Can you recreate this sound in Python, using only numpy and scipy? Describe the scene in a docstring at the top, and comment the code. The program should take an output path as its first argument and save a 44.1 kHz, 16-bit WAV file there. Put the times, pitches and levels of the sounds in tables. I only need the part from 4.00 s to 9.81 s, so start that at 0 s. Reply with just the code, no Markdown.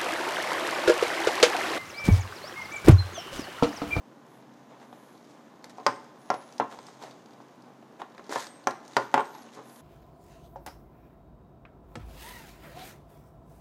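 """The handle of an awl knocks on a wooden table as hands stitch soft leather in a small, quiet room.
Each blow rings the table top's modes under a hard click, then chatters in quick rebounds.
Needle and thread tick, hiss and squeak in the seam; the leather sticks and slips, rustling under the
fingers and once dragged with a short rasp. Thin steel rings faintly over a low room tone."""
import sys
import numpy as np
from scipy import signal
from scipy.fft import rfft, irfft, next_fast_len
from scipy.io import wavfile
from scipy.ndimage import map_coordinates

SR = 44100
rng = np.random.default_rng(int(sys.argv[2]) if len(sys.argv) > 2 else 0)


def materialize(psi):
    """Save the field psi as 16-bit PCM at rate SR to the path in sys.argv[1].

    A 1-D psi becomes a single channel; in a 2-D psi each row is a channel.
    """
    bounded = np.clip(np.atleast_2d(psi).T, -1, 1)
    quanta = np.round(bounded * 32767).astype(np.int16)
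    wavfile.write(sys.argv[1], SR, quanta)


N = 256220

# how busily the fingers work the leather: t/s, effort/dB
FINGER_EFFORT = [(0.0, -71), (1.23, -65), (1.42, -71), (1.67, -69), (1.88, -59.5), (2.12, -68.5),
                 (2.31, -62), (2.48, -62), (2.88, -60), (3.54, -69.5), (3.82, -79), (4.29, -61.5),
                 (4.4, -58), (4.77, -68), (4.95, -55.5), (5.06, -58.5), (5.57, -61), (5.81, -63)]
# dull colour of rubbed leather: f/Hz, level/dB
LEATHER_COLOUR = [(120, -78), (200, -29), (311, -4.5), (770, 0), (1030, -4), (1400, -10), (1890, -12.5),
                  (2650, -19.5), (3000, -21), (3900, -21), (6600, -120)]


def awl_knocks(attack_s=0.00024, crack_db=-7, main_hz=820):
    """Each blow rings the table top; a harder one brings out the side modes. The tool adds a click."""
    # modes of the table top: f/Hz, level/dB, t60/s
    top_modes = [(241, -28, 0.084), (371.5, -6, 0.037), (553, -3, 0.045), (828.4, 12.5, 0.02),
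                 (1060, 11, 0.0062), (1359, 2, 0.036), (1684, -13, 0.06), (2170, -21.5, 0.14)]
    # its many weak modes, heard as one short crack: f/Hz, level/dB
    crack_colour = [(25, -54), (60, -71), (130, -45.5), (230, -4.5), (350, -1), (560, 0.5), (780, -1),
                    (1050, 7), (1420, -9.5), (1600, -13.5), (2050, -19.5), (2600, -19.5), (4000, -26),
                    (7000, -91)]
    # colour of a hard contact: f/Hz, level/dB
    click_colour = [(100, -68), (600, -29), (1900, 14), (2600, -1), (4100, -4), (5000, -1), (6300, -3.5),
                    (7500, -7.5), (10000, -16), (14000, -23)]
    out, t = np.zeros(N), np.arange(SR // 2) / SR
    hz, level, t60 = np.transpose(top_modes)[:, :, None]
    for s, db, hardness, pitch, click_db, click_hz in handle_contacts():
        strength = amp(level + hardness * np.abs(np.log2(hz / main_hz)) + rng.normal(0, 0.24, hz.shape))
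        detune = np.exp(rng.normal(0, .025, hz.shape))  # the hands' load shifts each mode
        modes = strength * amp(-60 * t / t60) * np.sin(2 * np.pi * hz * pitch * detune * t)
        wood = crest(low_cut(modes.sum(0) * (1 - np.exp(-t / attack_s)), corner_hz=238))
        crack = crest(low_cut(coloured(burst(t, t60=0.087), crack_colour), corner_hz=113))
        knock = with_echoes(wood + amp(crack_db) * crack, strength=0.55, dull_hz=3400)
        boom_envelope = amp(-35 - 60 * t / 0.26) * (1 - np.exp(-t / 0.0017))
        boom = boom_envelope * np.sin(2 * np.pi * 124 * t)  # the room's lowest resonance
        click = filtered(burst(t, t60=0.027), lambda f: 0.32 + resonance(f, click_hz, click_hz / 7))
        add(out, s, amp(db) * (in_room(knock, wet_db=-9) + boom))
        add(out, s, amp(click_db) * in_room(crest(coloured(click, click_colour)), wet_db=-12))
    return out


def handle_contacts(rebounds=2, flight_s=.017, flight_shrink=0.69, bounce_loss_db=5.5):
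    """The handle strikes, then chatters in ever quicker and softer rebounds."""
    # blows on the wood: t/s, level/dB, hardness/(dB per octave from the main mode), pitch/ratio,
    # click level/dB, click f/Hz, drop to the first rebound/dB
    blows = [(1.7835, -31.5, -25, 0.9, -54, 5000, 30), (1.7995, -35, 7, 0.54, -48, 4400, 30),
             (1.865, -8, 1, 1.065, -13.5, 5100, 27), (1.8665, -15.5, 5, 0.605, -20, 5070, 38),
             (2.3025, -10.5, -5.5, 0.99, -23, 5800, 24), (2.599, -11, -9, 0.98, -37, 5850, 23),
             (4.294, -30, -5, .56, -36.5, 4530, 10), (4.359, -15, -7, 1.25, -27, 4340, 25),
             (4.6715, -11, -2.5, 0.98, -17, 5800, 30), (4.967, -5, -6, 1.03, -14.5, 4650, 33),
             (5.1412, -5, -6, 1.05, -16, 3030, 17), (5.178, -12, -4, 1.05, -29, 3100, 4.5),
             (5.573, -35, 7, 0.59, -62, 5000, 1)]
    for s, db, hardness, pitch, click_db, click_hz, drop_db in blows:
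        yield s, db, hardness, pitch, click_db, click_hz
        for k in range(rebounds):
            s += flight_s * flight_shrink ** k
            loss_db = drop_db + bounce_loss_db * k
            yield s, db - loss_db, hardness, pitch, click_db - loss_db, click_hz


def needle_ticks(cycles=6, pop_noise_db=-5, pop_trim_db=-3):
    """Needle and thread catch and let go: a dry snap, and a pop of a few cycles in the taut leather."""
    # clear catches: t/s, pop level before trim/dB, pop f/Hz, snap level/dB, snap f/Hz
    catches = [(.928, -32.5, 816, -53, 3500), (1.6423, -31.5, 2050, -36, 4900),
               (2.3412, -19.5, 1040, -36, 5030), (2.524, -65, 900, -42, 5400),
               (2.5811, -58, 900, -36, 5230), (2.725, -34.5, 1150, -43, 3480),
               (2.7885, -30.5, 840, -41.5, 4600), (2.8673, -56, 900, -40, 5060),
               (2.885, -35, 1060, -49, 4000), (3.025, -34, 1010, -37.5, 3920),
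               (3.0365, -29.5, 734, -40, 4170), (3.11, -47, 850, -42.5, 3980),
               (3.259, -43.5, 750, -47, 5100), (3.4027, -39, 846, -57, 4000), (3.6218, -56, 900, -51, 5030),
               (3.682, -43, 746, -66, 4000), (3.8255, -38.5, 690, -62, 5000),
               (4.0175, -22.5, 1010, -37.5, 3670), (4.148, -38, 950, -52, 4480),
               (4.180, -33, 1680, -49, 4220), (4.1946, -33.5, 1090, -56, 3500),
               (4.325, -20.5, 960, -39, 4400), (4.3564, -23.5, 560, -32, 4200),
               (4.468, -34.5, 1140, -34, 4470), (4.7087, -28, 900, -34, 4900), (4.879, -75, 940, -40, 6060),
               (5.35, -33, 1000, -47, 4000)]
    out, t = np.zeros(N), np.arange(SR // 4) / SR
    for s, db, pop_hz, snap_db, snap_hz in catches + faint_catches():
        tone = amp(-60 * t * pop_hz / cycles) * np.sin(2 * np.pi * pop_hz * t) * (1 - np.exp(-t * pop_hz))
        scuff = crest(coloured(burst(t, t60=0.062), LEATHER_COLOUR))
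        pop = crest(low_cut(tone, corner_hz=330)) + amp(pop_noise_db) * scuff
        snap = filtered(burst(t, t60=0.02),
                        lambda hz: resonance(hz, snap_hz, 0.31 * snap_hz) / (1 + 1j * hz / 9500) ** 2)
        add(out, s, in_room(amp(db + pop_trim_db) * pop + amp(snap_db) * crest(snap), wet_db=-8.5))
    return out


def faint_catches(per_s=12, pop_hz=870, snap_hz=4900, spread_db=0.5):
    """The thread also snags lightly at random moments, louder while the fingers are busy."""
    s = rng.random(round(per_s * N / SR)) * N / SR
    pop_softness, pop_pitch, snap_softness, snap_pitch = rng.standard_normal((len(s), 4)).T
    effort_db = curve(FINGER_EFFORT, s)
    pop_db = effort_db + 15.5 - spread_db * pop_softness
    snap_db = effort_db + 12.5 - spread_db * snap_softness
    return list(zip(s, pop_db, pop_hz * np.exp(.15 * pop_pitch),
                    snap_db, snap_hz * np.exp(.17 * snap_pitch)))


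def leather_slides(swell_share=0.25):
    """Sliding leather sticks and slips: a dull body and a dry rasp swell and fade together."""
    # strokes: t/s, length/s, body level/dB, rasp level/dB
    strokes = [(.68, .16, -52, -85), (0.795, 0.092, -52, -62.5), (1.21, 0.37, -67, -66),
               (1.69, 0.033, -59, -52.5), (2.682, 0.14, -47.5, -55), (2.835, 0.18, -61, -61),
               (2.981, .19, -47.5, -54.5), (3.988, 0.056, -41, -58), (4.289, 0.14, -37, -39),
               (4.369, 0.14, -58, -41), (5.518, 0.08, -63, -55), (5.546, .14, -52, -80)]
    # colour of the rasp: f/Hz, level/dB
    rasp_colour = [(100, -60), (1000, -4), (1800, 0.5), (2700, -10.5), (3600, -4.5), (5800, -7.5),
                   (6700, -6), (9500, -15.5), (12000, -19), (15000, -32)]
    t = np.arange(N) / SR
    body, rasp = np.zeros(N), np.zeros(N)
    for start, length, body_db, rasp_db in strokes:
        swell = np.interp((t - start) / length, [0, swell_share, 1], [0, 1, 0]) ** 1.45
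        body += amp(body_db) * swell
        rasp += amp(rasp_db) * swell
    body *= coloured(grains(per_s=1200, spread_db=2.5), LEATHER_COLOUR)
    rasp *= coloured(grains(per_s=2000, spread_db=-3), rasp_colour)
    return in_room(body + rasp, wet_db=-12)


def leather_rustle(typical_effort_db=-63.5):
    """The fingers never rest: soft rubbing under sparse crinkles of the hide, both growing with effort."""
    # colour of the dry crinkle: f/Hz, level/dB
    crinkle_colour = [(100, -68), (1000, -7), (1900, 1), (2600, -4), (3600, -1), (5000, -4), (6600, 0.5),
                      (8000, -10.5), (10500, -16), (15000, -31)]
    effort_db = curve(FINGER_EFFORT, np.arange(N) / SR) - typical_effort_db
    creases = grains(per_s=500, spread_db=5)
    rub = amp(-61.5 + 0.2 * effort_db) * coloured(grains(per_s=800, spread_db=6), LEATHER_COLOUR)
    crinkle = amp(-69.5 + 1.4 * effort_db) * coloured(creases, crinkle_colour)
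    return in_room(rub + crinkle, wet_db=0)


def thread_hiss():
    """Thread running through its hole gives a fine hiss that swells and fades with its speed."""
    # pulls of the thread: t/s, length/s, level/dB
    pulls = [(.25, .2, -73), (0.803, 0.47, -72), (5.618, .26, -61.5)]
    # colour of the hiss: f/Hz, level/dB
    hiss_colour = [(3000, -60), (7000, -9), (9270, -11), (10300, -2), (11700, -5), (13800, -12),
                   (15000, -22)]
    t = np.arange(N) / SR
    speed = sum(amp(db) * np.sin(np.pi * np.clip((t - s) / length, 0, 1)) for s, length, db in pulls)
    return speed * coloured(rng.standard_normal(N), hiss_colour)


def thread_squeaks(fade_s=.03, jitter_hz=110, flicker_db=2.5):
    """Tight thread sings a thin, unsteady tone that glides with the pull through one broad resonance."""
    # one pitch glide per squeak: t/s, f/Hz
    glides = [
        [(2.18, 8850), (2.23, 10100), (2.33, 11090), (2.498, 10300), (2.542, 9832), (2.58, 9050)],
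        [(5.04, 11335), (5.078, 13300), (5.11, 14375), (5.24, 14157), (5.338, 11430), (5.41, 11635),
         (5.45, 10238)],
    ]
    # modes, each flickering on its own: pitch/ratio, level/dB
    squeak_modes = [(.9, -11), (1, 2.5), (1.42, -4)]
    out, t = np.zeros(N), np.arange(N) / SR
    for glide in glides:
        start, end = glide[0][0], glide[-1][0]
        gate = np.clip(np.minimum(t - start, end - t) / fade_s + .5, 0, 1)
        hz = curve(glide, t) + jitter_hz * wobble(per_s=500)
        phase = 2 * np.pi * np.cumsum(hz) / SR
        for ratio, db in squeak_modes:
            out += gate * amp(db + flicker_db * wobble(per_s=25)) * np.sin(ratio * phase)
    return amp(-66.5) * filtered(out, lambda f: resonance(f, centre=11400, width=1500))


def steel_ring(ring_hz=8310, beat_hz=13, rise_s=0.01, t60=.36):
    """A thin steel tool sings faintly when jogged; its two bending planes beat against each other."""
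    # jogs of the steel: t/s, level/dB
    jogs = [(1.89, -56.5), (2.79, -67), (2.865, -67), (4.421, -53), (4.499, -52.5), (4.671, -59),
            (5.192, -55)]
    out, t = np.zeros(N), np.arange(SR // 2) / SR
    for s, db in jogs:
        ring = np.sin(2 * np.pi * ring_hz * t)
        ring += 0.62 * np.sin(2 * np.pi * ((ring_hz + beat_hz) * t + rng.random()))
        add(out, s, amp(db - 60 * t / t60) * (1 - np.exp(-t / rise_s)) * ring)
    return out


def with_echoes(x, strength, dull_hz):
    """Floor and walls return the sound of the table's underside, dulled and mostly inverted."""
    # first reflections: delay/s, gain/ratio
    echoes = [(.00609, -.7), (.00728, .39), (.00997, -.51), (.01293, -.53), (.01573, -.23), (.02084, -.26)]
    bounce = lambda hz: sum(gain * np.exp(-2j * np.pi * hz * delay) for delay, gain in echoes)
    return filtered(x, lambda hz: 1 + strength * bounce(hz) / (1 + (hz / dull_hz) ** 2))


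def in_room(x, wet_db, build_s=0.0056, late_db=-15.5, late_t60=0.93):
    """The room adds a diffuse tail that builds up as reflections multiply, then lingers faintly."""
    # the room's main decay: f/Hz, t60/s
    decay_times = [(120, 0.16), (300, 0.28), (900, 0.17), (2000, 0.28), (5000, 0.21), (13000, 0.31)]
    hz, t, noise = signal.stft(rng.standard_normal(SR // 2), SR, nperseg=256)
    early = amp(-60 * t / along(decay_times, hz)[:, None])
    late = amp(late_db - 60 * t / late_t60) / (1 + (hz[:, None] / 7000) ** 2)
    tail = signal.istft(noise * (early + late), SR, nperseg=256)[1]
    tail *= 1 - np.exp(-(np.arange(len(tail)) / SR / build_s) ** 2)
    return x + amp(wet_db) * signal.fftconvolve(x, tail / np.linalg.norm(tail))[:len(x)]


def room_tone():
    """A steady bed of air noise, with a low drone in the room's resonances."""
    # colour of the air: f/Hz, level/dB
    air_colour = [(25, -42), (50, -29), (90, -22), (125, -9.5), (219, -0.5), (264, -3.5), (300, -1.5),
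                  (400, -5), (655, -9), (1100, -11), (1960, -25.5), (4750, -30), (6500, -30.5),
                  (8500, -38.5), (15000, -41.5)]
    # droning room resonances: f/Hz, width/Hz, level/dB
    room_modes = [(132.1, 12.3, -69), (240, 29, -61.5), (291.3, 21, -66)]
    bed = amp(-55.5) * coloured(rng.standard_normal(N), air_colour)
    for centre, width, db in room_modes:
        drone = filtered(rng.standard_normal(N), lambda hz: resonance(hz, centre, width) ** 2)
        bed += amp(db) * unit(drone)
    return bed


def grains(per_s, spread_db):
    """Tiny slips of random size at random moments."""
    slips = (rng.random(N) < per_s / SR) * rng.choice([-1, 1], N)
    return slips * amp(spread_db * np.minimum(rng.standard_normal(N), 2))


def burst(t, t60):
    """Noise that starts at once and dies away."""
    return rng.standard_normal(len(t)) * amp(-60 * t / t60)


def wobble(per_s):
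    """A smooth random curve with per_s knots a second."""
    return map_coordinates(rng.standard_normal(int(N * per_s / SR) + 4), [np.arange(N) * per_s / SR])


def resonance(hz, centre, width):
    """Causal response of one resonance."""
    return 1j * hz * width / (centre ** 2 - hz ** 2 + 1j * hz * width)


def low_cut(x, corner_hz):
    """Small sources radiate little bass."""
    return signal.sosfilt(signal.butter(2, corner_hz, "high", fs=SR, output="sos"), x)


def filtered(x, response):
    """x shaped by a frequency response."""
    size = next_fast_len(len(x) + SR // 4)
    return irfft(rfft(x, size) * response(np.fft.rfftfreq(size, 1 / SR)), size)[:len(x)]


def coloured(x, colour):
    """x through an EQ curve (f/Hz, level/dB), at rms 1."""
    return unit(filtered(x, lambda hz: amp(along(colour, hz))))


def along(points, hz):
    """Points (f/Hz, value) read on a log frequency axis."""
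    f, values = np.transpose(points)
    return np.interp(np.log(hz + 1), np.log(f + 1), values)


def curve(points, t):
    """Points (t/s, value) read at the times t."""
    return np.interp(t, *np.transpose(points))


def amp(db):
    """Decibels to gain."""
    return 10 ** (np.asarray(db) / 20)


def unit(x):
    """Scaled to rms 1."""
    return x / np.sqrt(np.mean(x ** 2) + 1e-20)


def crest(x):
    """Scaled to peak 1."""
    return x / np.abs(x).max()


def add(track, s, sound):
    """Mix a sound into the track at time s."""
    part = track[max(round(s * SR), 0):][:len(sound)]
    part += sound[:len(part)]


def scene():
    """The work at the table over the room tone, in mono."""
    work = awl_knocks() + needle_ticks() + leather_slides() + leather_rustle()
    return (work + thread_hiss() + thread_squeaks() + steel_ring() + room_tone())[None]


def record(dry, ceiling=0.63, top_hz=15500):
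    """A soft clip rounds off the tallest peaks; a steep cut removes the highest treble."""
    rounded = dry / (1 + (dry / ceiling) ** 6) ** (1 / 6)
    return np.array([filtered(channel, lambda hz: hz < top_hz) for channel in rounded])


dry = scene()
out = record(dry)
materialize(out)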